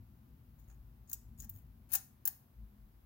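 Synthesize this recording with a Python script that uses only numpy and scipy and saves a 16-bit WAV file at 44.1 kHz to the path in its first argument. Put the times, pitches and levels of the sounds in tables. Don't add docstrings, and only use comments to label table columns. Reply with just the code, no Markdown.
import sys
import numpy as np
from scipy import signal
from scipy.fft import rfft, irfft
from scipy.io import wavfile
from scipy.ndimage import uniform_filter1d

SR = 44100
rng = np.random.default_rng(int(sys.argv[2]) if len(sys.argv) > 2 else 0)


def digitize_waveform(pressure):
    field = np.atleast_2d(pressure).T
    bounded = np.clip(field, -1, 1)
    quanta = np.round(bounded * 32767).astype(np.int16)
    wavfile.write(sys.argv[1], SR, quanta)


N = 134505

HANDLING_PAN_DB = 3.5


def undb(db):
    return 10 ** (np.asarray(db) / 20)


def unit(x):
    return x / np.sqrt(np.sum(x ** 2, axis=-1, keepdims=True) + 1e-18)


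def pan(db):
    return undb([[0], [-db]])


def on_log(points, hz):
    p = np.array(points, float)
    return np.interp(np.log(hz + 1), np.log(p[:, 0]), p[:, 1])


def colour(x, db_at, size=1024):
    gain = undb(db_at(np.fft.rfftfreq(size, 1 / SR)))
    cepstrum = irfft(np.log(gain))
    cepstrum[1:size // 2] *= 2
    cepstrum[size // 2 + 1:] = 0
    impulse = irfft(np.exp(rfft(cepstrum)))
    return signal.fftconvolve(x, impulse[None], axes=1)[:, :x.shape[1]]


def fade(t, t60):
    return np.exp(-np.log(1000) * t / t60)


def resonant_noise(hz, width):
    f = np.fft.rfftfreq(N, 1 / SR) + 1
    resonance = 1 / (1 + ((f * f - hz * hz) / (f * width)) ** 2)
    return np.sqrt(N) * unit(irfft(rfft(rng.standard_normal(N)) * resonance, N))


def add(out, start, x):
    i = int(start * SR)
    out[:, i:i + x.shape[1]] += x[:, :N - i]


def air():
    # f/Hz, relative density level/dB
    spectrum = [(30, -13), (80, 0), (230, -7.5), (320, -7), (450, -16.5), (900, -15.5), (2000, -25),
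                (4500, -30.5), (8500, -36), (10000, -31.5), (11500, -25), (15700, -22)]
    # f/Hz, left-right correlation
    likeness = [(60, 1), (250, 0.59), (600, 0), (2000, 0), (8000, 0.066)]
    level_db, pan_db = -68, 1.3
    f = np.fft.rfftfreq(N, 1 / SR)
    mid, side = rfft(rng.standard_normal((2, N))) * undb(on_log(spectrum, f))
    alike = np.clip(on_log(likeness, f), -1, 1)
    opposite = np.array([[1], [-1]])
    both = mid * np.sqrt(1 + alike) + side * np.sqrt(1 - alike) * opposite
    return np.sqrt(N) * unit(irfft(both, N)) * undb(level_db) * pan(pan_db)


def handling():
    # t/s, level/dB
    rumble_course = [(0.0, -58), (0.25, -67), (0.35, -50), (0.41, -92), (0.46, -61), (0.78, -51.5),
                     (1.1, -59), (1.44, -50), (1.56, -65), (1.65, -53.5), (2.13, -70), (2.5, -76.5),
                     (2.6, -47.5), (2.66, -44.5), (2.7, -65.5), (2.85, -52.5), (2.87, -62), (3.05, -60.5)]
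    # t/s, level/dB
    drone_course = [(0.0, -50), (0.05, -58), (1.2, -61), (1.25, -55), (1.43, -55), (1.52, -56),
                    (1.66, -58.5), (2.51, -65.5), (2.64, -57), (2.68, -69), (2.78, -61.5), (3.05, -69.5)]
    # f/Hz, width/Hz, relative level/dB
    drone_modes = [(76.7, 20, -1), (115.2, 31, 1.5), (146.6, 28, -8.5), (220, 60, -4)]
    rumble_hz, rumble_width_hz = 54, 12
    rumble_trim_db, drone_trim_db = -2.5, -2.5
    t = np.arange(N) / SR

    def even(x):
        return x / np.sqrt(uniform_filter1d(x ** 2, size=SR // 10) + 1e-9)

    def follow(course):
        return undb(np.interp(t, *np.array(course).T))

    rumble = even(resonant_noise(rumble_hz, rumble_width_hz)) * follow(rumble_course)
    drone = sum(undb(db) * resonant_noise(hz, width) for hz, width, db in drone_modes)
    drone = even(drone) * follow(drone_course)
    mix = undb(rumble_trim_db) * rumble + undb(drone_trim_db) * drone
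    return mix * pan(HANDLING_PAN_DB) * undb(HANDLING_PAN_DB / 2)


def low_tones():
    # t/s, length/s, mean f/Hz, left rms level at the middle of the swell/dB
    tones = [(1.457, 0.15, 97.4, -51), (2.5, 0.44, 209.7, -68.5)]
    waver = 0.014
    out = np.zeros((2, N))
    for start, length, hz, db in tones:
        t = np.arange(int(length * SR)) / SR
        pitch = hz * (1 + waver * resonant_noise(6.5, 27)[:len(t)])
        swell = np.sin(np.pi * t / length)
        tone = np.sin(2 * np.pi * np.cumsum(pitch) / SR)
        add(out, start, undb(db) * np.sqrt(2) * swell * tone * pan(HANDLING_PAN_DB))
    return out


def room(x):
    # f/Hz, gain/dB
    tail_colour = [(500, 5.5), (1800, 4), (3200, 0), (5200, 3.5), (7000, -3.5), (11500, -1.5), (15500, -8)]
    level_db, pan_db = -15, 3
    t60_s, build_s = 0.32, 0.0067
    t = np.arange(SR // 2) / SR
    envelope = fade(t, t60_s) * (1 - np.exp(-t / build_s))
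    tail = unit(rng.standard_normal((2, len(t))) * envelope)
    tail = colour(tail, lambda f: on_log(tail_colour, f))
    source = x.sum(axis=0)[None]
    return undb(level_db) * pan(pan_db) * signal.fftconvolve(source, tail, axes=1)[:, :N]


def contact(shell_db, top_db, spot_hz):
    # f/Hz, gain/dB
    base_colour = [(200, -57.5), (500, -29), (800, -27), (1300, -27.5), (2200, -28.5), (3200, -25),
                   (5500, -20), (7000, -15.5), (8800, -15.5), (10000, -14.5), (11600, -9.5), (12600, -8),
                   (14500, -1), (15600, -2.5), (17000, -6.5)]
    # f/Hz before the grip shifts it, relative level/dB, t60/s
    modes = [(782, -15.5, 0.094), (972, -25, 0.092), (1406, -21.5, 0.049), (1642, -13, 0.043),
             (1847, -15, 0.062), (2570, -14, 0.035), (5340, -20, 0.038), (6470, -14.5, 0.042),
             (6710, -11, 0.049), (10480, -24.5, 0.011), (10250, -29.5, 0.034), (14100, -19.5, 0.042),
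             (14320, -14.5, 0.01)]
    crack_t60_s, rattle_t60_s = 0.0025, 0.045
    rattle_db, ring_db = 0.5, 2
    shell_hz, top_treble_hz = 2960, 11800
    spot_gain_db, spot_width_hz = 9, 600
    t = np.arange(SR // 4) / SR
    crack = unit(rng.standard_normal((2, len(t))) * fade(t, crack_t60_s))
    rattle = unit(rng.standard_normal((2, len(t))) * fade(t, rattle_t60_s))
    grip = 1 + 0.018 * rng.standard_normal()
    ring = 0
    for hz, db, t60 in modes:
        wave = np.sin(2 * np.pi * (hz * grip * t + rng.random((2, 1))))
        ring = ring + undb(db) * unit(wave * fade(t, t60))

    def tone(f):
        shell = shell_db / (1 + (f / shell_hz) ** 4)
        top = top_db / (1 + (top_treble_hz / (f + 1)) ** 8)
        spot = spot_gain_db / (1 + ((f - spot_hz) / spot_width_hz) ** 2)
        return on_log(base_colour, f) + shell + top + spot

    return unit(colour(crack + undb(rattle_db) * rattle + undb(ring_db) * ring, tone))


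def drags():
    # t/s, length/s, left level (energy packed into the length)/dB, swell over the drag/dB,
    # mean catches per s, shell share/dB, top treble share/dB, touched spot f/Hz, left minus right/dB
    drag_list = [(0.582, 0.07, -72.5, -5, 2000, 15, -1, 6700, 10),
                 (0.675, 0.074, -72, -9, 1070, 21.5, -8, 6400, 5.5),
                 (1.073, 0.024, -71, -2, 1700, -10, -26, 6800, 3),
                 (1.089, 0.0092, -47.5, 31, 2100, -12, 5, 6550, 20),
                 (1.377, 0.025, -56.5, 13, 1700, -1, -5.5, 6900, 8),
                 (1.411, .04, -55, 3, 1200, 10.5, -0.5, 6300, 8),
                 (1.504, .048, -63, 0, 1500, -3, 0.5, 6540, 5),
                 (1.561, 0.069, -61.5, -21, 540, 9, -3, 15450, 6),
                 (1.889, 0.024, -57.5, 16, 3900, 12, -10, 10100, 11),
                 (1.917, .021, -30.5, 5.5, 4700, 4, -1, 10070, 33),
                 (1.933, 0.024, -29, 6.5, 5300, 8, 2, 9900, 17),
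                 (1.968, 0.025, -45, -17, 3900, 0.5, -13, 6550, 14)]
    out = np.zeros((2, N))
    t = np.arange(SR // 8) / SR
    for start, length, db, swell_db, rate, shell_db, top_db, spot_hz, pan_db in drag_list:
        caught = rng.random(len(t)) < rate / SR
        size = rng.standard_normal(len(t))
        swell = undb(swell_db * np.minimum(t / length, 1))
        catches = caught * (t < length) * size * swell
        scrape = unit(signal.fftconvolve(catches[None], contact(shell_db, top_db, spot_hz), axes=1))
        add(out, start, undb(db) * np.sqrt(length * SR) * pan(pan_db) * scrape)
    return out


def taps():
    # t/s, left level/dB, shell share/dB, top treble share/dB, touched spot f/Hz, left minus right/dB
    blows = [(.599, -57, 6, -3, 15100, 4), (0.604, -65, 3, 2, 15000, 12), (.6975, -64, 26, -7, 6550, 3),
             (0.701, -66, 17, -19, 6500, -6), (0.714, -63, 21, -20, 6700, 2), (1.099, -41, -3, 0, 6500, 9),
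             (1.1145, -40, -30, -1, 6600, 14), (1.117, -40.5, 26, 16.5, 6950, 1),
             (1.1306, -31, -8.5, -5.5, 7600, 0.5), (1.133, -27.5, -5.5, -2, 7040, 6),
             (1.1395, -42, -35, 24, 7600, -7), (1.402, -39, -8, -15, 7000, 8),
             (1.4067, -45, -29, -5, 7500, -4), (1.422, -43, 3, 0, 6660, 22), (1.445, -42, -5, 2, 6940, 10),
             (1.494, -32.5, -23, 16, 14800, 4), (1.497, -41.5, -4, -2, 12500, 3),
             (1.5535, -55, -9, 3, 15000, -2), (1.9362, -21.5, 0, -0.5, 10000, 6.5),
             (1.939, -21.5, 7, 0, 14500, 5), (1.951, -23.5, 0, -10, 9900, 14),
             (1.9531, -18, 2.5, -3.5, 15000, 14), (1.957, -31.5, 3.5, -11, 5330, 2),
             (2.2537, -34, 2, -10.5, 11300, -2), (2.2551, -18.5, -7, -0.5, 15600, 13),
             (2.275, -29.5, 4, -0.5, 11250, -3.5), (2.2767, -17, -3, -2.5, 15060, 22)]
    out = np.zeros((2, N))
    packed = np.sqrt(.002 * SR)
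    for start, db, shell_db, top_db, spot_hz, pan_db in blows:
        add(out, start, undb(db) * packed * pan(pan_db) * contact(shell_db, top_db, spot_hz))
    return out


def scene():
    background = air() + handling() + low_tones()
    tool = drags() + taps()
    return background + room(tool) + tool


def record(dry):
    cut_hz, ripple_db, stop_db = 15850, .2, 70
    low_pass = signal.ellip(10, ripple_db, stop_db, cut_hz, fs=SR, output="sos")
    return signal.sosfilt(low_pass, dry)


dry = scene()
out = record(dry)
digitize_waveform(out)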